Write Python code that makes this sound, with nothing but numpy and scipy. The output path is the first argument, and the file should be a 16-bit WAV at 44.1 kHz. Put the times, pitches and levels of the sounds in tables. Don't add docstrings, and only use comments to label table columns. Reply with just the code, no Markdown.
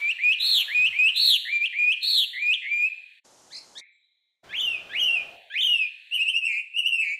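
import sys
import numpy as np
from scipy import signal
from scipy.fft import rfft, irfft, next_fast_len
from scipy.io import wavfile
from scipy.ndimage import uniform_filter1d

SR = 44100
rng = np.random.default_rng(int(sys.argv[2]) if len(sys.argv) > 2 else 0)


def generate_wav(sig):
    pcm = np.round(np.clip(np.atleast_2d(sig).T, -1, 1) * 32767).astype(np.int16)
    wavfile.write(sys.argv[1], SR, pcm)


N = 317079
TIME = np.arange(N) / SR

# (from [s], to [s])
SPOTS = [(-.1, 3.2), (3.24, 3.807), (4.43, 7.3)]
# (frequency [Hz], gain [dB])
FIRST_COLOUR = [(1000, -55), (1400, -21), (1650, 4), (4400, 1), (4900, -7), (5800, -2), (7200, 6.5),
                (13000, 10.5), (15600, -11.5)]
THIRD_COLOUR = [(1050, -58), (1500, -14.5), (2400, 3.5), (3500, 0), (4200, 2), (5200, -5), (8500, 0),
                (12200, 8), (14000, -3)]


def song():
    whistles = sing(whistle, WHISTLES, WHISTLE_OVERTONES_DB, trill=0.069, trill_hz=119.8, held_hz=2495,
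                    jitter=0.008, flutter=5.2, rasp_db=-5.5, rasp_hz=2200, split_db=-24.5)
    buzzes = sing(buzz, BUZZES, BUZZ_OVERTONES_DB, trill=0.078, trill_hz=124.1,
                  jitter=0.0047, flutter=2.4, rasp_db=-8.5, rasp_hz=9000)
    chips = sing(chip, CHIPS, CHIP_OVERTONES_DB, jitter=0.0081)
    slurs = sing(slur, SLURS, SLUR_OVERTONES_DB, trill=0.0092, trill_hz=54.83,
                 jitter=.004, flutter=4.3, split_db=-13.5)
    warbles = sing(warble, WARBLES, WARBLE_OVERTONES_DB, trill=0.012, trill_hz=90.0,
                   jitter=0.0085, flutter=9.4)
    rattles = sing(rattle, RATTLES, WARBLE_OVERTONES_DB, trill=0.085, trill_hz=200.0,
                   held_hz=3030, flutter=1.8)

    first = wood(whistles, near_db=-15, near_t60=.1, far_db=-13.5)
    first += wood(buzzes, near_db=-4.0, near_t60=0.055, far_db=-13.5)
    second = wood(amp(-9.0) * chips, near_db=-4.0, near_t60=0.21, far_db=-16.5)
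    phrase = slurs + amp(-0.84) * warbles + amp(-2.5) * rattles
    third = wood(phrase, near_db=-1.5, near_t60=0.13, far_db=-15)

    spots = coloured(first, FIRST_COLOUR), second, coloured(third, THIRD_COLOUR)
    return sum(heard(x, span) for x, span in zip(spots, SPOTS))


SCOOP_S, SCOOP_BEND, SCOOP_ATTACK_S = .05, 1.4, 0.046
SCOOP_START_DB, SCOOP_DB, CATCH_DB, LOCK_S = -18, -8.5, -14, 0.0024
FLICK_S, FLICK_SINK_S, FLICK_FALL_S, FLICK_END_DB = .012, .024, 0.022, -10.5
# level against the fundamental, before the note's force [dB]
WHISTLE_OVERTONES_DB = [-30.5, -41.5, -65.5, -54.5, -62.5]
# (time [s], half width [s], depth [dB])
DIPS = [(1.597, .016, -11.5), (1.857, 0.0064, -4.5)]
# (start [s], held from [s], flick [s], low pitch [Hz], held pitch [Hz],
#            pitch at the end of the hold [Hz], flick pitch [Hz], level [dB], swell over the hold [dB])
WHISTLES = [ (-.04, 0.015, .113, 2015, 2292, 2412, 2908, -29.5, 9.5),
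            (0.184, 0.236, .333, 1850, 2418, 2540, 3065, -18.5, 0),
            (0.677, 0.748, .873, 1720, 2450, 2525, 3056, -21, 3.5),
            (.925, 0.989, 1.092, 2100, 2455, 2660, 2988, -18.5, 2),
            (1.448, 1.526, 1.662, 1828, 2387, 2349, 3150, -22.5, 1),
            (1.725, 1.788, 1.929, 1987, 2416, 2473, 3160, -20, 0.5),
            (2.33, 2.423, 2.543, 1954, 2379, 2518, 3350, -23, 4),
            (2.618, 2.714, 2.868, 2032, 2368, 2462, 2635, -23.5, 3.5), ]


def whistle(start, lock, flick, low_hz, held_hz, until_hz, flick_hz, db, swell_db):
    end = flick + FLICK_FALL_S
    t = between(start, end)
    scoop = ramp(t, lock, lock - SCOOP_S) ** SCOOP_BEND
    hold = ramp(t, lock, flick)
    hz = held_hz + (low_hz - held_hz) * scoop + (until_hz - held_hz) * hold
    flick_width = np.where(t < flick, FLICK_S, FLICK_SINK_S)
    hz += (flick_hz - until_hz) * np.exp(-abs(t - flick) / flick_width)
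    times = [start, start + SCOOP_ATTACK_S, lock - 2 * LOCK_S, lock - LOCK_S, lock, flick - FLICK_S, end]
    levels = [SCOOP_START_DB, SCOOP_DB, SCOOP_DB, CATCH_DB, 0, 0, FLICK_END_DB]
    shape = np.interp(t, times, levels)
    dips = sum(depth * np.exp(-((t - s) / width) ** 2) for s, width, depth in DIPS)
    return t, hz, db + swell_db * hold + shape + dips


BUZZ_BEND, BUZZ_START_DB, BUZZ_RELEASE_S, BUZZ_END_DB = 1.8, -5.5, 0.052, -8
BUZZ_LEAD_S, BUZZ_LEAD_DB, BUZZ_ATTACK_S = .02, -20.5, .006
# level against the fundamental, before the note's force [dB]
BUZZ_OVERTONES_DB = [-32.5, -35.5, -30.5]
# (start [s], crest [s], end [s], start pitch [Hz], crest pitch [Hz], end pitch [Hz], level [dB])
BUZZES = [(0.403, 0.485, .63, 3700, 4090, 2550, -19), (1.161, 1.239, 1.371, 3740, 4186, 2701, -16),
          (2.03, 2.095, 2.25, 3990, 4148, 2875, -19)]


def buzz(start, crest, end, start_hz, crest_hz, end_hz, db):
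    t = between(start - BUZZ_LEAD_S, end)
    climb = (start_hz - crest_hz) * ramp(t, crest, start) ** BUZZ_BEND
    dive = (end_hz - crest_hz) * ramp(t, crest, end) ** BUZZ_BEND
    shape = np.interp(t, [start - BUZZ_ATTACK_S, start, end - BUZZ_RELEASE_S, end],
                      [BUZZ_LEAD_DB, BUZZ_START_DB, 0, BUZZ_END_DB])
    return t, crest_hz + climb + dive, db + shape


CHIP_CLIMB_S, CHIP_ATTACK_S, CHIP_RELEASE_S, CHIP_ENDS_DB = 0.014, 0.026, 0.0077, -8
# level against the fundamental, before the note's force [dB]
CHIP_OVERTONES_DB = [12, -2, -5, -23]
# (start [s], first zig [s], end [s], low pitch [Hz], top pitch [Hz],
#         full zig height [Hz], zig period [s], level before the song's trim [dB])
CHIPS = [(3.503, 3.529, 3.596, 1400, 2050, 800, .02, -43),
         (3.752, 3.783, 3.806, 1520, 1900, 600, .015, -40.5)]


def chip(start, first_zig, end, low_hz, top_hz, zig_hz, period, db):
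    t = between(start, end)
    turns = np.maximum((t - first_zig) / period + .5, 0)
    zigzag = (1 - abs(2 * (turns % 1) - 1)) ** 2 * np.sqrt(ramp(t, start, end))
    hz = top_hz + (low_hz - top_hz) * np.exp((start - t) / CHIP_CLIMB_S) + zig_hz * zigzag
    ends = ramp(t, start + CHIP_ATTACK_S, start) + ramp(t, end - CHIP_RELEASE_S, end)
    return t, hz, db + CHIP_ENDS_DB * ends


CROAK_HZ, CROAK_END_HZ, CROAK_START_DB, CROAK_DB = 1519, 1780, -14.5, -8
SLUR_BEND, RIPPLE_SLOWING_S = 1.5, 0.1185
SLUR_FADE_DB, SLUR_RELEASE_S, SLUR_END_DB = -6.5, 0.034, -17.5
# level against the fundamental, before the note's force [dB]
SLUR_OVERTONES_DB = [-27, -37, -42, -60, -52.5]
# (start [s], climb from [s], climb to [s], crest [s], end [s], top pitch [Hz], end pitch [Hz],
#         ripple height [Hz], ripple period at the crest [s], ripple fade [s], level [dB])
SLURS = [(4.49, 4.525, 4.562, 4.604, 4.787, 3030, 2380, 600, .039, .045, -23.5),
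         (4.892, 4.931, 4.983, 5.006, 5.217, 2900, 2360, 370, .044, .13, -20.5),
         (5.499, 5.536, 5.595, 5.618, 5.87, 3000, 2380, 660, .037, .05, -19)]


def slur(start, climb, top, crest, end, top_hz, end_hz, ripple_hz, period, fade_s, db):
    t = between(start, end)
    hz = np.interp(t, [start, climb, top], [CROAK_HZ, CROAK_END_HZ, top_hz])
    hz += (end_hz - top_hz) * ramp(t, top, end) ** SLUR_BEND
    clock = np.log(np.maximum(1 + (t - crest) / RIPPLE_SLOWING_S, 1e-3))
    turns = clock * RIPPLE_SLOWING_S / period
    ripple_depth = np.exp(-abs(t - crest) / fade_s) * ramp(t, climb, top) ** 2
    hz += ripple_hz * np.cos(np.pi * turns) ** 2 * ripple_depth
    shape = np.interp(t, [start, climb, top, crest, end - SLUR_RELEASE_S, end],
                      [CROAK_START_DB, CROAK_DB, SLUR_FADE_DB, 0, SLUR_FADE_DB, SLUR_END_DB])
    return t, hz, db + shape


WARBLE_ARCH_S, WARBLE_START_DB, WARBLE_RELEASE_S, WARBLE_END_DB = 0.0231, -16, 0.019, -14
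# level against the fundamental, before the note's force [dB]
WARBLE_OVERTONES_DB = [-29, -30, -41.5, -49.5]
# (start [s], loudest [s], crest [s], end [s], low pitch [Hz], crest pitch [Hz],
#                level before the song's trim [dB])
WARBLES = [ (6.11, 6.15, 6.149, 6.176, 2626, 2964, -18.5), (6.174, 6.215, 6.231, 6.236, 2494, 2860, -18.5),
           (6.249, 6.28, 6.307, 6.316, 2555, 3112, -20), (6.329, 6.347, 6.376, 6.392, 2554, 2850, -21),
           (6.412, 6.458, 6.465, 6.485, 2544, 2720, -19), (6.736, 6.79, 6.784, 6.814, 2625, 2910, -19.5),
           (6.83, 6.863, 6.88, 6.903, 2583, 2970, -18.5), (6.904, 6.927, 6.929, 6.98, 2660, 2752, -22),
           (6.975, 7.009, 7.011, 7.027, 2573, 2632, -16.5), ]


def warble(start, loudest, crest, end, low_hz, crest_hz, db):
    t = between(start, end)
    hz = low_hz + (crest_hz - low_hz) * np.exp(-((t - crest) / WARBLE_ARCH_S) ** 2)
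    attack = WARBLE_START_DB * ramp(t, loudest, start)
    release = WARBLE_END_DB * ramp(t, end - WARBLE_RELEASE_S, end)
    return t, hz, db + attack + release


RATTLE_SAG_HZ, RATTLE_EDGE_S, RATTLE_ENDS_DB = 200.7, 0.014, -3.5
# (start [s], end [s], start pitch [Hz], end pitch [Hz], level before the song's trim [dB])
RATTLES = [(6.47, 6.608, 2549, 2556, -25.5), (7.012, 7.149, 2480, 2357, -26)]


def rattle(start, end, start_hz, end_hz, db):
    t = between(start, end)
    along = ramp(t, start, end)
    hz = start_hz + (end_hz - start_hz) * along - RATTLE_SAG_HZ * np.sin(np.pi * along)
    ends = ramp(t, start + RATTLE_EDGE_S, start) + ramp(t, end - RATTLE_EDGE_S, end)
    return t, hz, db + RATTLE_ENDS_DB * ends


def sing(rule, rows, overtones_db=(), trill=0, trill_hz=0, held_hz=0, jitter=0, flutter=0,
         rasp_db=-np.inf, rasp_hz=SR, split_db=-np.inf):
    out = np.zeros(N)
    for row in rows:
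        start, sound = syllable(rule(*row), overtones_db, trill, trill_hz, held_hz, jitter, flutter,
                                rasp_db, rasp_hz, split_db)
        add(out, start, sound)
    return out


def syllable(gesture, overtones_db, trill, trill_hz, held_hz, jitter, flutter, rasp_db, rasp_hz, split_db):
    t, pitch, level_db = gesture
    hz, gain = (uniform_filter1d(c, size=100) for c in (pitch, amp(level_db)))
    depth = trill * np.clip((abs(hz - held_hz) - 110) / 400, 0, 1)
    low = np.clip((2100 - hz) / 350, 0, 1)
    trill_rate = trill_hz * (1 + .13 * wander(len(t), 66))
    beat = 2 * np.pi * (np.cumsum(trill_rate) / SR + rng.random())
    swing = np.sin(beat) + np.cos(2 * beat) / 4
    unsteady = (jitter + .14 * depth) * wander(len(t), 400)
    hz = hz * (1 + depth * swing + unsteady)
    phase = 2 * np.pi * np.cumsum(hz) / SR
    tone = np.sin(phase)
    force = (gain / np.sqrt(np.mean(gain ** 2))) ** .6
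    for harmonic, db in enumerate(overtones_db, start=2):
        strength = force * amp(db + 3.5 * wander(len(t), 45))
        tone += strength * np.sin(harmonic * phase) * (harmonic * hz < SR / 2)
    tone += amp(split_db) * low * (np.sin(2 * phase) + 0.58 * np.sin(1.5 * phase))
    rasp = amp(rasp_db) * depth * wander(len(t), rasp_hz) * np.sin(phase)
    gain = gain * (1 + flutter * depth * np.sin(beat + .5))
    soft_ends = signal.windows.tukey(len(t), min(1, .008 * SR / len(t)))
    return t[0], gain * (tone + rasp) * soft_ends


# (frequency [Hz], time to fall 60 dB [s])
WOOD_T60 = [(500, 0.25), (2500, 0.62), (4000, 0.71), (8000, 0.61), (14000, 0.43)]


def wood(x, near_db, near_t60, far_db):
    t = np.arange(SR) / SR
    near, far = rng.choice([-1., 1.], (2, SR)) * (rng.random((2, SR)) < 3000 / SR)
    near = near * (t > .003) * amp(-60 * t / near_t60)
    far = far * np.clip((t - .01) / 0.033, 0, 1)
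    hz, when, z = signal.stft(far, SR, nperseg=256)
    decay = amp(-60 * when / read(WOOD_T60, hz)[:, None])
    far = signal.istft(z * decay, SR, nperseg=256)[1][:SR]
    echoes = amp(near_db) * near / np.linalg.norm(near) + amp(far_db) * far / np.linalg.norm(far)
    return x + signal.fftconvolve(x, echoes)[:N]


def heard(x, span):
    is_open = 1. * ((TIME > span[0]) & (TIME < span[1]))
    return x * uniform_filter1d(is_open, size=300)


# (start [s], end [s], start pitch [Hz], end pitch [Hz],
#                                              level before echo and trim [dB], fade [dB])
CHIP_RINGS = [(3.808, 3.88, 2100, 2280, -39, -22), (3.9, 4.38, 2180, 2120, -72, -9),
              (3.81, 4.33, 3620, 3660, -66, -7)]
PEEPS = [(3.923, 3.955, 7710, 7540, -74, -2.5), (4.025, 4.06, 3860, 4010, -57, -15)]


def chip_rings_and_peeps():
    notes = sing(glide, CHIP_RINGS, trill=0.094, trill_hz=178, flutter=5.5)
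    notes += sing(glide, PEEPS, jitter=0.0037)
    return amp(-6) * wood(notes, near_db=1, near_t60=0.43, far_db=-9)


def glide(start, end, start_hz, end_hz, db, fade_db):
    t = between(start, end)
    along = ramp(t, start, end)
    return t, start_hz + (end_hz - start_hz) * along, db + fade_db * along


HOOT_S, HOOT_ENDS_DB = .1, -26
# (middle [s], level [dB])
HOOTS = [(2.99, -73), (5.74, -66)]


def hoots():
    out = np.zeros(N)
    for s, db in HOOTS:
        swell = [(s - HOOT_S, db + HOOT_ENDS_DB), (s, db), (s + HOOT_S, db + HOOT_ENDS_DB)]
        out += hush(HUM_HUSH, swell)
    return out


# (time [s], level [dB], pitch [Hz], time to fall 60 dB [s])
THUMPS = [(.791, -47.5, 145, 0.11), (0.836, -52.5, 138, 0.15), (.885, -54, 143.6, 0.12),
          (.9, -55.5, 74, 0.14), (1.045, -55, 72, 0.16), (1.171, -60.5, 148, 0.21),
          (1.214, -50.5, 100, 0.062), (2.31, -73.5, 360, 0.071)]


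def thumps():
    out, t = np.zeros(N), np.arange(SR // 2) / SR
    for s, db, hz, t60 in THUMPS:
        turn = 2 * np.pi * hz * t
        rumble = np.sin(turn) + .7 * wander(len(t), 45) * np.cos(turn)
        attack = 1 - np.exp(-t / .003)
        add(out, s, amp(db - 60 * t / t60) * evened(rumble) * attack)
    return out


# (frequency [Hz], relative density [dB per Hz])
LOW_HUSH = [(60, -16.5), (280, -28.5), (480, -4.5), (1400, 3), (2500, -4.5), (12000, -13.5)]
MID_HUSH = [(1150, -55), (1450, -20), (1750, -3), (2500, 0), (3400, -1), (4400, -6), (4900, -34),
            (7500, -25), (15000, -38)]
HUM_HUSH = [(300, -25), (520, -6), (680, 1), (820, -5), (1200, -37)]
SECOND_HUSH = [(18, -47), (30, -19), (364, -4.5), (437, -5), (485, -3.5), (859, -3), (1730, -13.5),
               (2490, -16), (4650, -11), (6530, -6), (11900, -23.5), (15000, -51)]
THIRD_HUSH = [(30, -9.5), (100, -3), (200, -5.5), (400, -1), (700, -9), (1300, -3), (3000, -11),
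              (6000, -17), (10000, -27.5), (15000, -34.5)]
# (time [s], level [dB])
LOW_HUSH_DB = [(0, -52), (.4, -88), (0.428, -54), (0.649, -55), (1.1, -59.5), (1.447, -87.5), (3.201, -99)]
MID_HUSH_DB = [(0, -48), (3.188, -58.5), (3.209, -83.5), (4.431, -104.5), (4.45, -64), (5.4, -58),
               (6.252, -54), (6.4, -70.5), (7.19, -67.5)]
HUM_HUSH_DB = [(4.432, -62), (5.35, -52.5), (5.5, -66.5), (5.62, -95), (6.5, -100)]
SECOND_HUSH_DB = [(3.235, -98), (3.25, -57), (3.801, -56.5), (3.84, -102), (4.43, -96)]
THIRD_HUSH_DB = [(4.428, -81), (4.442, -54), (5.229, -52.5), (5.35, -58), (5.45, -95.5), (7.19, -96.5)]


def hush(spectrum, levels):
    s, db = np.transpose(levels)
    noise = evened(coloured(rng.standard_normal(N), spectrum))
    is_on = (TIME >= s[0]) & (TIME <= s[-1])
    return noise * amp(np.interp(TIME, s, db)) * is_on


def coloured(x, spectrum):
    size = next_fast_len(N + SR // 2)
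    gain = amp(read(spectrum, np.fft.rfftfreq(size, 1 / SR)))
    return irfft(rfft(x, size) * gain, size)[:N]


def wander(count, hz):
    f = np.fft.rfftfreq(SR, 1 / SR)
    smooth = rfft(rng.standard_normal(SR)) * np.exp(-(f / hz) ** 2)
    return evened(irfft(smooth, SR))[:count]


def amp(db):
    return 10 ** (np.asarray(db) / 20)


def evened(x):
    return x / np.sqrt(np.mean(x ** 2) + 1e-20)


def read(points, hz):
    f, value = np.transpose(points)
    return np.interp(np.log(hz + 1), np.log(f + 1), value)


def between(start, end):
    return TIME[(TIME >= start) & (TIME < end)]


def ramp(t, start, end):
    return np.clip((t - start) / (end - start), 0, 1)


def add(mix, s, sound):
    part = mix[max(0, round(s * SR)):][:len(sound)]
    part += sound[:len(part)]


def scene():
    noise = hush(LOW_HUSH, LOW_HUSH_DB) + hush(MID_HUSH, MID_HUSH_DB) + hush(HUM_HUSH, HUM_HUSH_DB)
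    noise += hush(SECOND_HUSH, SECOND_HUSH_DB) + hush(THIRD_HUSH, THIRD_HUSH_DB)
    return (song() + chip_rings_and_peeps() + hoots() + thumps() + noise)[None]


EDGE_HZ = 15650


def record(dry):
    low_pass = signal.firwin(511, EDGE_HZ, window=("kaiser", 9), fs=SR)
    return signal.oaconvolve(dry, low_pass[None], "same")


dry = scene()
out = record(dry)
generate_wav(out)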